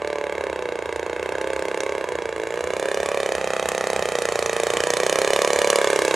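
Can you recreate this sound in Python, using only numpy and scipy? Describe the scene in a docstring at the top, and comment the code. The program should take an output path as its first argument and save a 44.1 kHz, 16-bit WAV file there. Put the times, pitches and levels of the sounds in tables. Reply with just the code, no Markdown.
"""A grass field edged by trees: a model plane flies in low, its throttle rising and falling.
Its two-stroke gasoline engine fires on every second turn. Each firing is a muffler thump followed by
a short jet of gas that rasps and sizzles, while the propeller hums along.
The ground returns every pop under 2 ms later, the trees scatter it, and the plane grows louder and
brighter as it nears. Wind rumbles underneath."""
import sys
import numpy as np
from scipy import signal
from scipy.fft import rfft, irfft, next_fast_len
from scipy.io import wavfile
from scipy.ndimage import map_coordinates

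SR = 44100
rng = np.random.default_rng(int(sys.argv[2]) if len(sys.argv) > 2 else 0)


def generate_wav(signal):
    """Clip the signal to [-1, 1] and save it as 16-bit WAV at the path in sys.argv[1]."""
    frames = np.transpose(np.atleast_2d(signal))
    scaled = np.clip(frames, -1, 1) * 32767
    pcm = np.round(scaled).astype(np.int16)
    wavfile.write(sys.argv[1], SR, pcm)


N = 271215

# How fast the engine spins as the throttle opens and closes: time_s, turns_per_s
ENGINE_SPEED = [(0.0, 73.48), (0.339, 71.103), (0.705, 59.558), (1.021, 57.881), (1.422, 67.184),
                (1.693, 65.714), (1.94, 68.812), (2.16, 59.855), (2.395, 54.277), (2.853, 67.929),
                (3.147, 70.671), (3.34, 65.31), (3.958, 65.631), (4.154, 60.033), (4.489, 56.975),
                (4.922, 60.682), (5.347, 70.333), (5.72, 71.033), (6.15, 65.137)]


def firings(turns, idle_db, jitter_s):
    """Time and level of each turn's exhaust puff: strong if the engine fires, weak if not."""
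    # Firings on turns that are normally idle: time_s, level_db (0 is a full firing)
    stray_firings = [(2.074, -13), (2.381, -4.5), (2.417, -4), (2.454, -12), (2.491, -11), (2.524, -3),
                     (2.558, -6.5), (2.592, -6)]
    misfire_s = 2.066   # from here on the odd turns fire instead of the even ones
    whole_turns = np.arange(int(turns[-1]) + 1)
    times = np.interp(whole_turns, turns, np.arange(N) / SR)
    fires = (whole_turns + (times > misfire_s)) % 2 == 0
    levels_db = np.where(fires, 0., idle_db)
    for time_s, level_db in stray_firings:
        levels_db[np.argmin(abs(times - time_s))] = level_db
    return times + jitter_s * rng.standard_normal(len(times)), levels_db


def muffler_thump(times, levels_db, port_hz):
    """The exhaust port opens, and a rounded jump in pressure rings through muffler and pipe."""
    # The muffler's outlet lets no deep bass out: corner_hz, width_hz
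    bass_cuts = [(434.6, 208), (193, 170)]
    # Pitches that muffler and pipe boost or weaken: pitch_hz, width_hz, boost_db
    resonances = [(153, 75, 14.5), (257, 66, -8.5), (309.6, 72, 7.5), (578, 300, 8.5), (871, 22.3, 15.5),
                  (1555, 200, 11), (2144, 385, 11.5), (2595, 600, 9), (3726, 540, 15.5), (7020, 630, 37.5)]
    pressure = -clicks(times, levels_db)
    pressure = soften(soften(pressure, port_hz), port_hz)
    for corner_hz, width_hz in bass_cuts:
        pressure = signal.lfilter([1, -2, 1], resonance(corner_hz, width_hz), pressure)
    for pitch_hz, width_hz, boost_db in resonances:
        boost = resonance(pitch_hz, width_hz * from_db(boost_db))
        pressure = signal.lfilter(boost, resonance(pitch_hz, width_hz), pressure)
    return rms_one(pressure)


def gas_jet(times, levels_db, spectrum, uneven_db, peak_s, spread, tail_db, tail_s, wash_db):
    """Swirling gas bursts out after each thump and fades into the propeller's steady wash of air."""
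    # Firings that crack harder than the rest: time_s, extra_db
    cracks = [(.076, 4), (.692, 2.5), (1.414, 7), (1.535, 4), (1.805, 7), (3.687, 3), (5.702, 5),
              (5.758, 1.5)]
    crack_db = sum(extra_db * (abs(times - time_s) < .008) for time_s, extra_db in cracks)
    puffs = clicks(times, levels_db + crack_db + uneven_db * rng.standard_normal(len(times)))
    age_s = np.arange(1, SR // 40) / SR
    burst = np.exp(-.5 * (np.log(age_s / peak_s) / spread) ** 2)   # more spread draws it out
    tail = from_db(tail_db) * np.exp(-age_s / tail_s) * (age_s > peak_s)
    flow = signal.fftconvolve(puffs, burst + tail)[:N]
    return rms_one(np.hypot(flow, from_db(wash_db)) * colour(stereo_noise(), spectrum))


def rasp(times, levels_db):
    """The coarse, lower part of the gas jet, which carries far."""
    # Tone of the rasp: pitch_hz, level_db
    spectrum = [(300, -50), (600, -4), (950, 8), (1350, 1), (1800, 2.5), (2300, 1), (3000, -7.5),
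                (4500, -15), (9000, -51.5)]
    jet = gas_jet(times, levels_db, spectrum, uneven_db=2, peak_s=.00099, spread=.46,
                  tail_db=-7, tail_s=.0027, wash_db=-11)
    return flight_gain(-32.2, effort_db=2.5, air_loss_db_per_m=.05) * jet


def sizzle(times, levels_db):
    """The fine, high part of the gas jet: air soaks it up, so it comes out as the plane nears."""
    # Tone of the sizzle: pitch_hz, level_db
    spectrum = [(1500, -22), (2800, 1), (3700, 0.5), (5000, -2.5), (6600, 2.5), (8000, -2), (10200, -5.5),
                (11500, -14), (14500, -23), (16500, -46)]
    jet = gas_jet(times, levels_db, spectrum, uneven_db=1.8, peak_s=.00083, spread=.52,
                  tail_db=-9, tail_s=.0061, wash_db=-21)
    return flight_gain(-34.5, effort_db=-.5, air_loss_db_per_m=.2146) * jet


def propeller(turns, offset_turns, waver_db, waver_turns):
    """Two blades hum at even multiples of the engine speed, wavering in the rough air."""
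    # Tones in the hum: cycles_per_turn, level_db
    tones = [(2, -19.5), (6, -10.5), (8, -2.5), (10, -14.5), (12, -20), (14, -14), (16, -12)]
    blade_turns = turns - offset_turns + waver_turns * drift(20)
    hum = np.zeros(N)
    for cycles, level_db in tones:
        hum += from_db(level_db + waver_db * drift(18)) * np.cos(2 * np.pi * cycles * blade_turns)
    return rms_one(hum)


def flight_gain(level_db, effort_db, air_loss_db_per_m=0):
    """Sound fades with distance and in the air; each doubling of engine speed adds effort_db."""
    # How faint and dull the plane sounds, as an apparent distance: time_s, apparent_distance_m
    apparent_distance = [(0, 94.5), (1.0, 89.5), (1.7, 78.4), (2.45, 87), (2.85, 64), (3.7, 55.4),
                         (4.5, 47), (5.45, 38.2), (6.15, 40)]
    reference_m, cruise_turns_per_s = 50, 65   # level_db holds at this distance and speed
    apparent_distance_m = curve(apparent_distance)
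    doublings = np.log2(curve(ENGINE_SPEED) / cruise_turns_per_s)
    air_loss_db = air_loss_db_per_m * (apparent_distance_m - reference_m)
    return from_db(level_db + effort_db * doublings - air_loss_db) * reference_m / apparent_distance_m


def ground_bounce(sound, grass_share, soil_share, soil_hz):
    """The direct sound plus its bounce off the ground, which is fuller and later in the bass."""
    # The bounce comes later when the plane stands higher in the sky: time_s, delay_ms
    echo_delay = [(0, 1.795), (1.2, 1.858), (2.5, 1.78), (3.5, 1.572), (4.05, 1.578), (5.7, 1.702),
                  (6.15, 1.842)]
    echo = delay(sound, curve(echo_delay))
    return (sound + grass_share * echo + soil_share * soften(echo, soil_hz)) / np.hypot(1, grass_share)


def tree_echoes(sound, fade_s, dull_hz):
    """Countless faint, dull echoes from the field and the trees die away by 60 dB in fade_s."""
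    age_s = np.arange(SR) / SR
    tail = stereo_noise()[:, :SR] * from_db(-60 * age_s / fade_s)
    tail = soften(rms_one(tail) / np.sqrt(SR), dull_hz)
    return signal.fftconvolve(sound, tail, axes=1)[:, :N]


def wind(level_db, swing_db, gust_width_s):
    """A low rumble that wanders in level and swells briefly with each gust."""
    # Gusts over the steady wind: peak_s, extra_db
    gusts = [(1.36, 5.5), (2.85, 5.5), (3.39, 3), (3.98, 6), (4.77, 11.5)]
    # Tone of the wind and distant rumble: pitch_hz, level_db
    spectrum = [(20, -34), (40, -36), (55, -20), (73, 1), (95, -10.5), (125, -17.5), (250, -13.5),
                (600, -5.5), (2000, -18.5), (12000, -81)]
    t = np.arange(N) / SR
    gust_db = sum(db * np.exp(-.5 * ((t - peak_s) / gust_width_s) ** 2) for peak_s, db in gusts)
    gain = from_db(level_db + swing_db * drift(9.8) + gust_db)
    return gain * rms_one(colour(stereo_noise(), spectrum))


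def stereo_noise():
    """Hiss that is alike in both ears in the bass and less so in the treble."""
    # Strength of the part that differs between the ears: pitch_hz, level_db
    stereo_width = [(50, -24), (500, -15.5), (2000, -13.5), (6000, -15.5), (12000, -8)]
    middle, side = rng.standard_normal((2, N))
    return middle + colour(side, stereo_width) * [[1], [-1]]


def clicks(times, levels_db):
    """One click of the given level at each time."""
    out = np.zeros(N)
    out[np.clip(np.round(times * SR).astype(int), 0, N - 1)] = from_db(levels_db)
    return out


def colour(x, spectrum, power=1):
    """Shape the tone with a (pitch_hz, level_db) table; power multiplies its decibels."""
    hz, db = np.transpose(spectrum)
    size = next_fast_len(x.shape[-1] + SR // 10)
    log_hz = np.log(np.maximum(np.fft.rfftfreq(size, 1 / SR), 1))
    gain = from_db(np.interp(log_hz, np.log(hz), db)) ** power
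    return irfft(rfft(x, size) * gain, size)[..., :x.shape[-1]]


def resonance(hz, width_hz):
    """Filter numbers for one ringing pitch; a narrower one rings longer."""
    r = np.exp(-np.pi * width_hz / SR)
    return np.array([1, -2 * r * np.cos(2 * np.pi * hz / SR), r * r])


def soften(x, hz):
    """Gently turn down everything above hz."""
    r = np.exp(-2 * np.pi * hz / SR)
    return signal.lfilter([1 - r], [1, -r], x + 1e-18)


def delay(x, ms):
    """Make a stereo sound arrive later by a steady or changing time."""
    positions = np.arange(N) - ms * SR / 1000
    return np.array([map_coordinates(side, [positions], order=3) for side in x])


def drift(changes_per_s):
    """A slow random wander, typically of size 1."""
    return rms_one(np.interp(np.arange(N) * changes_per_s / SR, np.arange(N), rng.standard_normal(N)))


def curve(rows):
    """Join (time_s, value) points with straight lines, one value per sample."""
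    return np.interp(np.arange(N) / SR, *np.transpose(rows))


def from_db(db):
    """Turn decibels into a factor to multiply by."""
    return 10 ** (np.asarray(db) / 20)


def rms_one(x):
    """Scale to an average strength (rms) of 1."""
    return x / np.sqrt(np.mean(x ** 2) + 1e-20)


def scene():
    """Engine and propeller over the grass, their echoes from the trees, and the wind."""
    turns = -1.447 + np.cumsum(curve(ENGINE_SPEED)) / SR   # running count of engine turns
    times, levels_db = firings(turns, idle_db=-23.5, jitter_s=.00007)
    thump = muffler_thump(times, levels_db, port_hz=900)
    hum = from_db(-10.8) * propeller(turns, offset_turns=.057, waver_db=1, waver_turns=.016)
    drone = flight_gain(-25, effort_db=4) * (thump + hum)
    plane = drone + rasp(times, levels_db) + sizzle(times, levels_db)
    plane = ground_bounce(plane, grass_share=.48, soil_share=.41, soil_hz=440)
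    echoes = from_db(-7.5) * tree_echoes(plane, fade_s=.71, dull_hz=2400)
    return plane + echoes + wind(level_db=-41.5, swing_db=1.5, gust_width_s=.036)


def record(dry):
    """Two microphones, the right one more sensitive; the highest treble is cut."""
    # Left-right lean, of which each side takes a share: pitch_hz, lean_db (below 0 favours the right)
    balance = [(60, -2), (110, -3), (200, -2.5), (380, -2), (700, -3.0), (1290, -1.5), (2380, -1.5),
               (4400, -5), (8120, 0.5), (15000, -2)]
    pair = np.array([colour(dry[0], balance, power=.69), colour(dry[1], balance, power=-.53)])
    cutoff_hz = 16800
    return signal.sosfilt(signal.cheby2(18, 80, cutoff_hz, fs=SR, output="sos"), pair)


dry = scene()
out = record(dry)
generate_wav(out)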